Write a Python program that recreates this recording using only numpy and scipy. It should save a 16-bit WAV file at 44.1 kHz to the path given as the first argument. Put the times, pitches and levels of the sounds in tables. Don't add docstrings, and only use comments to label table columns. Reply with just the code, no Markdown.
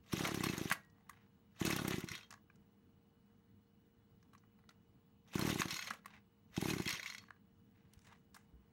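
import sys
import numpy as np
from scipy import signal
from scipy.fft import rfft, irfft, next_fast_len
from scipy.io import wavfile
from scipy.ndimage import uniform_filter1d, map_coordinates

SR = 44100
rng = np.random.default_rng(int(sys.argv[2]) if len(sys.argv) > 2 else 0)


def file_out(sig):
    cols = np.atleast_2d(sig).T
    lim = np.clip(cols, -1, 1)
    pcm = np.round(lim * 32767).astype(np.int16)
    wavfile.write(sys.argv[1], SR, pcm)


N = 384552

# (frequency [Hz], level [dB], t60 [s])
CUP_MODES = [(1112, 4, 0.015), (1478, -2.5, 0.047), (2034, 4, 0.018), (2164, 2, 0.029), (2600, -5.5, 0.048),
             (3264, -10.5, 0.12), (3750, 0, 0.017), (4183, -3, 0.057), (4360, -14.5, 0.15),
             (5360, -6, 0.072), (5706, -8.5, 0.062), (6570, -5, 0.048), (9600, -23, 0.04)]
BODY_HZ = 1150


def amp(db):
    return 10 ** (np.asarray(db) / 20)


def unit(x):
    return x / np.sqrt(np.mean(x ** 2) + 1e-20)


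def along(points, hz):
    f, values = np.transpose(points)
    return np.interp(np.log(hz + 1), np.log(f + 1), values)


def wobble(rate):
    return map_coordinates(rng.standard_normal(int(N * rate / SR) + 4), [np.arange(N) * rate / SR])


def filtered(x, response):
    size = next_fast_len(x.shape[-1] + 8192)
    return irfft(rfft(x, size) * response(np.fft.rfftfreq(size, 1 / SR)), size)[..., :x.shape[-1]]


def fading(x, seconds):
    return signal.lfilter([1], [1, -np.exp(-1 / (seconds * SR))], x)


def resonances(modes):
    return lambda f: sum(sign * amp(db) * 1j * f * width / (hz * hz - f * f + 1j * f * width)
                         for hz, width, db, sign in modes)


def three_bands(x):
    return [unit(filtered(x, lambda f: 1 / (1 + (lo / (f + 1)) ** 8) / (1 + (f / hi) ** 8)))
            for lo, hi in [(450, 1500), (1500, 7000), (7000, 20000)]]


def patchy(x, depth_db, bins, frames):
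    spectra = signal.stft(x, nperseg=256)[2]
    patches = uniform_filter1d(rng.standard_normal(spectra.shape), size=bins, axis=0)
    patches = uniform_filter1d(patches, size=frames, axis=1)
    return signal.istft(spectra * amp(depth_db * unit(patches)), nperseg=256)[1][:N]


def yard():
    # (frequency [Hz], relative density [dB])
    spectrum = [(15, -50.5), (25, -15), (91, -3.5), (140, -6), (188, -1.5), (389, -18), (457, -16.5),
                (495, -27), (782, -22.5), (895, -24), (2630, -34.5), (3000, -36), (3260, -37),
                (13000, -49.5), (14300, -59), (15500, -57.5)]
    # (frequency [Hz], rms level [dB], waver [dB])
    hum_tones = [(104.6, -81.5, 6), (205.3, -77.5, 2), (235.5, -88, 5), (302, -93.5, 3.5), (464, -83, 0.5),
                 (2902.5, -111, 1), (2919.3, -100, 1.5), (2936, -109, 1), (2945.2, -95, 1.8),
                 (2961.6, -110, 1), (2971, -104, 2), (3408, -105.5, 4), (3705, -109, 4), (3849, -109, 3),
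                 (4210, -108, 3.5), (4237, -108, 3.5)]
    t = np.arange(N) / SR
    noise = patchy(rng.standard_normal(N), 1.5, bins=3, frames=24)
    out = amp(-69.5 + 0.48 * wobble(2.4)) * unit(filtered(noise, lambda f: amp(along(spectrum, f))))
    for hz, db, waver_db in hum_tones:
        level = np.sqrt(2) * amp(db + waver_db * wobble(21))
        out += level * np.sin(2 * np.pi * hz * t + 0.18 * waver_db * wobble(9.7))
    return out


def whine():
    # (frequency [Hz], rms level before the throb [dB])
    tones = [(15450, -107), (15552, -96), (15617, -106), (15685, -90.5)]
    throb_hz, depth, peak_s = 16.65, .6, .025
    t = np.arange(N) / SR
    out = np.zeros(N)
    for hz, db in tones:
        out += np.sqrt(2) * amp(db + 1.5 * wobble(21)) * np.sin(2 * np.pi * hz * t + .5 * wobble(16))
    return out * (1 + depth * np.cos(2 * np.pi * throb_hz * (t - peak_s)))


def walls(x):
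    # (frequency [Hz], t60 [s])
    decay = [(200, 0.35), (2000, 0.23), (10000, 0.17)]
    hz, t, spectra = signal.stft(rng.standard_normal(SR // 2), SR, nperseg=256)
    tail = signal.istft(spectra * amp(-60 * t / along(decay, hz)[:, None]), SR, nperseg=256)[1]
    return signal.fftconvolve(np.pad(x, (300, 0)), tail / np.linalg.norm(tail))[:N]


def rewinding(s):
    # (start [s], end [s])
    rewinds = [(2.07, 2.3), (5.67, 5.9), (6.84, 7.3)]
    return sum((s >= start) & (s < end) for start, end in rewinds) > 0


def friction(strokes, spectrum, catches_per_s, catch_db, grain_db, colour_db):
    catches = (rng.random(N) < catches_per_s / SR) * rng.exponential(size=N)
    slips = 1 + amp(catch_db) * fading(catches, 0.0028)
    grit = slips * amp(grain_db * wobble(600)) * rng.standard_normal(N)
    grit = patchy(grit, colour_db, bins=8, frames=4)
    low, middle, high = three_bands(filtered(grit, lambda f: amp(along(spectrum, f))))
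    cup = resonances([(hz, 2.2 / t60, db + 3 * np.log(t60), (-1) ** k)
                      for k, (hz, db, t60) in enumerate(CUP_MODES)])
    cup_share = np.where(rewinding(np.arange(N) / SR), .24, .12)
    middle = np.sqrt(1 - cup_share) * middle + np.sqrt(cup_share) * unit(filtered(grit, cup))
    out = np.zeros(N)
    for stroke in strokes:
        s, *levels = np.transpose(stroke)
        span = np.arange(round(s[0] * SR), round(s[-1] * SR))
        fade = np.minimum(1, np.minimum(span - span[0], span[-1] - span) / 400)
        gain, low_gain, high_gain = [amp(np.interp(span / SR, s, db)) for db in levels]
        out[span] += fade * gain * (middle[span] + low_gain * low[span] + high_gain * high[span])
    return out


def thinning(hz):
    return np.clip(-9 * np.log2(hz / BODY_HZ), -12, 0)


def blows(events, modes, ring_db, gain_db, attack_s, spread):
    floor_hz = 610
    out, t = np.zeros(N + SR), np.arange(SR // 3) / SR
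    for s, db, low_db, high_db, t60, pitch in events:
        dull_db = max(0, -high_db)
        rise_s = attack_s * np.sqrt(BODY_HZ / pitch)
        damping = min(1, t60 / 0.023)
        ring = np.zeros(len(t))
        for hz, mode_db, mode_t60 in modes:
            near_db = 10 * np.exp(-(np.log(hz / pitch) / .07) ** 2)
            envelope = amp(mode_db + near_db + rng.normal(0, 4.7) - 60 * t / (mode_t60 * damping))
            ring += envelope * np.sin(2 * np.pi * hz * rng.normal(1, 0.0079) * t)
        burst = rng.standard_normal(len(t)) * amp(-60 * t / max(t60, .003))
        width = spread / (1 + 0.037 * dull_db)
        burst = filtered(burst, lambda f: 1 / (1 + (np.log((f + 1) / pitch) / width) ** 2))
        onset = (1 - np.exp(-t / rise_s)) ** 2
        sound = onset * (burst + amp(ring_db + 0.26 * (dull_db - 12)) * ring)
        rolloff = lambda f: amp(-0.22 * dull_db * np.clip(np.log((f + 1) / (1.2 * pitch)) / 2.1, 0, 1))
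        sound = filtered(sound, lambda f: rolloff(f) / (1 + (floor_hz / (f + 1)) ** 4))
        low, middle, high = [band / np.sqrt(np.mean(band[:200] ** 2)) for band in three_bands(sound)]
        start = round((s - rise_s) * SR)
        out[start:][:len(t)] += amp(db + gain_db) * (middle + amp(low_db) * low + amp(high_db) * high)
    return out[:N]


def finger_rubs():
    # (peak time [s], level [dB], rise [s], fall [s], low band re rub [dB], high band re rub [dB])
    rubs = [(1.0, -83.5, 0.18, 0.16, 10, -10), (1.11, -70.5, 0.057, 0.088, -9, -12),
            (1.175, -70, 0.077, 0.074, -4, -25.5), (1.23, -71, 0.077, 0.062, -10, -26),
            (2.335, -64.5, 0.059, 0.06, 2, -14.5), (6.075, -64, 0.049, 0.098, -7.5, -22),
            (6.15, -58, 0.059, 0.062, -6.5, -19.5), (7.79, -76, 0.12, 0.2, -14, -30),
            (7.96, -76, 0.05, 0.057, -12, -20), (8.077, -64, 0.027, 0.027, -9, -4),
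            (8.03, -77.5, 0.17, 0.23, -20, 3), (8.125, -63, 0.082, 0.059, 1.5, -17),
            (8.364, -65, 0.038, 0.096, -3, -0.5)]
    # (frequency [Hz], relative density [dB])
    spectrum = [(260, -13), (450, 11), (515, -1), (794, 11), (1260, 3), (1600, 6.5), (6150, -19),
                (13600, -49.5), (14800, -66), (16000, -27)]
    fade_db = 21
    strokes = [[(s - rise, db - fade_db, *bands), (s, db, *bands), (s + fall, db - fade_db, *bands)]
               for s, db, rise, fall, *bands in rubs]
    return friction(strokes, spectrum, catches_per_s=240, catch_db=-0.5, grain_db=1, colour_db=0)


def housing_knocks():
    # (time [s], level [dB], pitch [Hz], high band re knock [dB], t60 [s])
    knocks = [(0.6998, -35, 2140, -3.5, 0.021), (0.714, -23.5, 1740, -23, 0.016),
              (0.7219, -27.5, 1960, -5, 0.04), (0.835, -69, 5600, -14, .01), (0.848, -72, 6300, -1, 0.011),
              (0.982, -72, 1050, -25, .025), (1.008, -71.5, 1900, -12, 0.018),
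              (0.8992, -69, 5470, -21, .02), (1.091, -63, 3020, -12, 0.017), (1.096, -46, 1120, -3, 0.021),
              (1.109, -57, 1650, -26, 0.03), (1.139, -62, 2010, -29.5, 0.02),
              (2.3065, -47.5, 6900, -10, 0.02), (2.311, -50, 2900, -9.5, 0.035),
              (2.3144, -61, 1300, -13, 0.022), (2.3253, -51.5, 5400, -11.5, 0.014),
              (2.3264, -60, 900, -20, 0.035), (2.3388, -53.5, 5400, -11.5, 0.011),
              (2.341, -52.5, 1190, -20, 0.02), (2.357, -68.5, 1600, -14, 0.03),
              (2.376, -68, 1000, -23, 0.02), (2.5004, -59.5, 1650, -44, 0.014),
              (2.501, -59, 2410, -47, 0.027), (2.5575, -68, 6470, -11, .027), (4.228, -64, 5480, -19, 0.02),
              (4.3331, -63.5, 1090, -8, 0.046), (4.3504, -57, 1140, -15, 0.022),
              (4.3787, -64, 6400, -21, 0.039), (4.4363, -69.5, 860, -21, 0.059),
              (4.5887, -69.5, 840, -15, 0.061), (4.639, -70, 830, -23.5, 0.036),
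              (4.691, -52, 4240, -14, 0.025), (4.692, -58, 1300, -26, 0.039),
              (4.706, -64, 1500, -11.5, 0.053), (5.606, -46, 1400, -28, 0.02),
              (5.618, -32, 1276, -32, 0.012), (5.6186, -29, 2900, -19, 0.0082),
              (5.9048, -40.5, 5700, -9, 0.012), (5.907, -34.5, 1340, -19.5, 0.044),
              (5.9355, -46, 2100, -9, 0.044), (5.952, -58, 1090, -15.5, 0.016),
              (6.048, -58, 1500, -22, 0.01), (6.059, -45, 1090, -5.5, 0.019),
              (6.137, -54, 2360, -26, 0.047), (7.239, -56.5, 1670, -24.5, 0.011),
              (7.285, -56, 1680, -29, 0.018), (7.3068, -44.5, 1570, -27, 0.0082),
              (7.364, -70, 946, -20, 0.018), (7.9384, -64, 2850, -5.5, 0.01),
              (7.9359, -60, 5900, 2, 0.0092), (7.9919, -63, 6550, -6, 0.0062),
              (8.016, -77.5, 6000, -4, 0.02), (8.045, -73, 5900, -4, 0.02), (8.068, -69, 1500, -14, 0.03),
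              (8.097, -64, 1660, -22, 0.025), (8.112, -71, 960, -22, 0.017), (8.123, -66, 1130, -20, 0.03),
              (8.137, -63, 1500, -26, 0.02), (8.152, -70, 2000, -25, 0.02), (8.3443, -54, 5560, -2, 0.048),
              (8.3482, -59.5, 930, -5, 0.049), (8.3647, -55.5, 960, -2.5, 0.019)]
    # (frequency [Hz], level [dB], t60 [s])
    housing_modes = [(725, -2, 0.017), (1130, 3, 0.021), (1360, -2, 0.019), (1648, -3.5, 0.025),
                     (1953, -4.5, 0.026), (2385, -2.5, 0.013), (3460, -18.5, 0.0061), (4070, -17, 0.033),
                     (5500, -18.5, 0.018), (6480, -12.5, .012), (8600, -24, 0.01)]
    events = [(s, db, 2.5 + thinning(hz), high_db, t60, hz) for s, db, hz, high_db, t60 in knocks]
    return blows(events, housing_modes, ring_db=-12.5, gain_db=-8, attack_s=.0016, spread=0.65)


def rocking_and_ringing():
    # (time [s], level [dB], frequency [Hz], t60 [s])
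    thuds = [(0.712, -24.5, 177, 0.034), (5.905, -42, 212, 0.077), (7.97, -38.5, 74.6, 0.035),
             (8.533, -51, 62, 0.31)]
    # (time [s], level [dB], frequency [Hz], t60 [s])
    rings = [(.722, -60, 1896, .52), (.722, -66, 1913, .4), (.722, -61, 1630, 0.3),
             (7.183, -64, 4400, 0.32), (7.182, -74, 3240, .3)]
    out, t = np.zeros(N + SR), np.arange(SR // 2) / SR
    onset = 1 - np.exp(-t / 0.0053)
    for s, db, hz, t60 in thuds + rings:
        out[round(s * SR):][:len(t)] += onset * amp(db - 60 * t / t60) * np.sin(2 * np.pi * hz * t)
    return out[:N]


def rope_scrape():
    # (time [s], level [dB], low band re scrape [dB])
    pulls = [
        [(0.03, -78, -6), (0.105, -61.5, -8), (0.125, -50, -4.5), (0.2, -47, -1), (0.275, -44, 0.5),
         (0.31, -52, -3), (0.45, -47.5, -9.5), (0.6, -52.5, -4.5), (0.69, -51.5, -14), (0.74, -52, 7.5),
         (0.78, -70, 4.5), (0.86, -94, -9)],
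        [(1.5, -92, 3), (1.585, -66.5, -8), (1.605, -46, -10.5), (1.63, -53, -3), (1.685, -40.5, -5.5),
         (1.725, -43.5, -5.5), (1.8, -52, 2), (1.862, -50.5, 2.5), (1.93, -49, -2.5), (1.946, -49, -9),
         (1.962, -46.5, -23), (2.03, -61, 0), (2.068, -62.5, -8), (2.125, -49.5, -24), (2.17, -55, -16),
         (2.24, -70.5, -2.5), (2.3, -81.5, -16)],
        [(5.24, -96, -3), (5.285, -70, -1), (5.32, -69, -9), (5.345, -48, -9), (5.39, -49, 1), (5.5, -43, -6.5),
         (5.565, -52, -20), (5.595, -41, -15.5), (5.63, -44.5, -11), (5.665, -56.5, -2.5), (5.72, -44.5, -21),
         (5.8, -50.5, -16), (5.86, -49, -14), (5.945, -64.5, 6), (6.0, -75, -9)],
        [(6.46, -104, -8), (6.53, -71, 0), (6.57, -54, -13.5), (6.71, -45, -7), (6.83, -55, -15),
         (6.9, -43, -19), (7.02, -56.5, -13), (7.08, -49, -28), (7.17, -64.5, -16), (7.22, -70, -4),
         (7.3, -83, -12)],
    ]
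    # (frequency [Hz], relative density [dB])
    spectrum = [(260, -34.5), (450, 0), (500, -3), (818, -6.5), (908, -6.5), (1120, -6.5), (1750, 0.5),
                (2620, 0), (2870, -0.5), (4230, -5), (4770, -8), (6530, -7.5), (7580, -18.5),
                (11200, -24.5), (13000, -18), (16000, -32.5)]
    brightest_at_db = -49.5
    high_db = lambda s, db: -12 if rewinding(s) else -7 + 0.2 * min(0, db - brightest_at_db)
    strokes = [[(s, db, low_db, high_db(s, db)) for s, db, low_db in pull] for pull in pulls]
    return friction(strokes, spectrum, catches_per_s=300, catch_db=-8, grain_db=1.5, colour_db=3.5)


def compressions():
    # (time [s], speed [turns/s], puff level [dB])
    crank_curves = [
        [(0.1365, 16.2, -24.4), (0.179, 30.78, -35.9), (0.194, 35.93, -25), (0.252, 33.03, -35.5),
         (0.279, 40.53, -36), (0.292, 39.43, -35.4), (0.317, 37.32, -29.3), (0.424, 28.29, -28.6),
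         (0.4428, 34.18, -30), (0.455, 38.01, -27.5), (0.47, 35.36, -25.8), (0.558, 19.82, -32.7),
         (0.582, 27.24, -32.5), (0.597, 31.88, -27), (0.6584, 18.19, -29.2)],
        [(1.6161, 20.25, -24.9), (1.665, 41.06, -27.1), (1.779, 28.2, -30.2), (1.807, 47.83, -34.8),
         (1.834, 28.25, -29.6), (1.895, 35.99, -28.3), (2.012, 16.2, -29.5), (2.1171, 11.77, -43.7)],
        [(5.3572, 24.39, -24.5), (5.394, 30.25, -29.5), (5.438, 37.26, -25.5), (5.489, 42.1, -28.2),
         (5.628, 16.0, -29.4), (5.7325, 12.07, -42.9)],
        [(6.5795, 15.58, -25.6), (6.642, 31.91, -25.9), (6.711, 40.97, -28.8), (6.784, 28.71, -28.3),
         (6.833, 13.23, -26), (6.9385, 14.38, -46.3)],
    ]
    events = []
    for curve in crank_curves:
        s, speed, db = np.transpose(curve)
        t = np.arange(s[0], s[-1], 1 / SR)
        turns = np.cumsum(np.interp(t, s, speed)) / SR
        times = np.interp(np.arange(round(turns[-1]) + 1), turns, t)
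        events += zip(times, np.interp(times, s, db))
    return events


def clatter():
    # (time [s], level [dB], pitch [Hz], high band re blow [dB])
    pawl_blows = [(0.1292, -40.5, 980, -1), (0.1936, -43.5, 2630, -4.5), (0.2515, -35, 2210, -11),
                  (0.274, -38, 2980, -3), (0.344, -42.5, 1220, 0), (0.4379, -34, 1204, -2.5),
                  (0.4647, -38.5, 1110, -14.5), (0.487, -36.5, 2620, -17), (0.579, -40, 6500, -3),
                  (0.6377, -49, 2130, -3.5), (1.651, -35, 2410, -3), (1.663, -36, 3900, -8.5),
                  (1.7035, -40, 2070, 0.5), (1.7245, -35.5, 2580, -14), (1.763, -39.5, 6100, 2),
                  (1.789, -41, 960, -21), (1.8793, -39, 6100, 2.5), (2.0049, -48, 1870, -0.5),
                  (2.043, -51.5, 6500, -4.5), (2.076, -51.5, 1200, -21), (2.0864, -38.5, 4000, -12.5),
                  (2.1167, -37.5, 1970, -12.5), (2.152, -38.5, 1880, -14), (2.178, -49, 1490, -11),
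                  (2.209, -52, 2570, -18), (2.2305, -53.5, 3400, -32), (5.3533, -45, 1090, -3),
                  (5.393, -41.5, 1050, 1), (5.412, -35.5, 4330, -12.5), (5.466, -40, 2080, -8.5),
                  (5.4894, -42, 1210, -18.5), (5.4988, -40, 2180, -9), (5.5434, -42.5, 3220, -4),
                  (5.6824, -41, 3660, -14), (5.707, -34, 1820, -10.5), (5.7234, -40, 1100, -11.5),
                  (5.7418, -36.5, 4200, -11.5), (5.7673, -40, 2560, -9.5), (5.7645, -41.5, 1110, -11),
                  (5.792, -36, 1120, -17), (5.81, -49, 6500, -4), (5.8246, -37.5, 2860, -20.5),
                  (5.846, -49, 5500, -7.5), (5.866, -47, 4170, -12.5), (5.8728, -39, 2070, -12),
                  (6.565, -40, 2310, -14.5), (6.6132, -42, 2140, -0.5), (6.6418, -41.5, 2220, -10),
                  (6.7009, -34.5, 2580, -18), (6.734, -40.5, 2180, -12), (6.782, -40.5, 2330, -10.5),
                  (6.82, -44.5, 2350, -4.5), (6.8578, -36, 3250, -11), (6.8765, -31, 3250, -12.5),
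                  (6.8911, -33, 2350, -7.5), (6.9055, -33.5, 1950, -7), (6.9271, -35, 4100, -11),
                  (6.9536, -40.5, 2920, -14), (6.997, -36.5, 2030, -29), (7.03, -38.5, 2400, -15.5),
                  (7.0604, -35.5, 2090, -22), (7.1001, -39.5, 2170, -17), (7.124, -44.5, 2040, -26.5),
                  (7.1481, -40, 2060, -16.5), (7.1813, -43.5, 4470, -17)]
    events = []
    for s, db, hz, high_db in pawl_blows:
        low_db, t60 = (-7, 0.019) if rewinding(s) else (1, 0.031)
        events.append((s, db, low_db + thinning(hz), high_db, t60, hz))
    lead_s, slap_t60, slap_hz = .003, 0.032, 1070
    for s, puff_db in compressions():
        events.append((s - lead_s, puff_db + rng.normal(-27, 4.5), 6, -9, slap_t60, slap_hz))
    return blows(events, CUP_MODES, ring_db=-13.5, gain_db=-6, attack_s=.0012, spread=2.8)


def exhaust():
    # (frequency [Hz], width [Hz], level [dB], polarity)
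    muffler_modes = [(56.3, 66, 31.5, -1.6), (86, 58, 38, -0.65), (176, 76, 45.5, 0.78),
                     (331.2, 16, 37, -1.1), (365, 57, 42, -0.84)]
    # (frequency [Hz], width [Hz], level [dB], polarity)
    port_modes = [(814, 57, 10, 0.6), (1030, 66, -5, -0.7), (629, 65, 3, -0.7)]
    # (frequency [Hz], width [Hz], level [dB], polarity)
    fin_modes = [(10115, 30, 0, 1)]
    base_puff_s, quick_gap_s, weak_db = 0.0033, 0.026, -30.5
    flow, port_kicks, fin_kicks = np.zeros((3, N))
    events = compressions()
    gaps = np.diff([s for s, db in events], prepend=-1, append=99)
    for (s, db), gap in zip(events, np.minimum(gaps[1:], gaps[:-1])):
        slowness = gap / quick_gap_s
        stretch = amp(0.29 * max(0, weak_db - db) + rng.normal(0, .9)) * slowness ** 0.17
        puff_s = base_puff_s * stretch
        puff = np.hanning(round(puff_s * SR))
        start = round((s - puff_s) * SR)
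        flow[start:][:len(puff)] += amp(db) * puff / puff.sum() * stretch ** 2
        kick = amp(db + rng.normal(0, 4))
        port_kicks[start + 60] = kick
        fin_kicks[start] = kick * amp(-13.5 * np.log2(slowness))
    swirl = (fading(flow, .02) - fading(flow, .008)) * rng.standard_normal(N)
    swirl = amp(-40) * filtered(swirl, lambda f: 1 / (1 + (f / 450) ** 6))
    box = filtered(flow + swirl, lambda f: 1j * f / 200 * resonances(muffler_modes)(f))
    metal = filtered(port_kicks, resonances(port_modes)) + filtered(fin_kicks, resonances(fin_modes))
    return box + amp(15.5) * metal


def scene():
    engine = exhaust() + rocking_and_ringing()
    engine += amp(-2) * rope_scrape() + amp(-4.5) * finger_rubs()
    engine += clatter() + housing_knocks()
    return (engine + amp(-15.5) * walls(engine) + yard() + whine())[None]


def record(dry):
    low_cut_hz, top_hz = 46, 15950
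    return filtered(dry, lambda hz: (hz < top_hz) * hz ** 2 / np.sqrt(hz ** 4 + low_cut_hz ** 4))


dry = scene()
out = record(dry)
file_out(out)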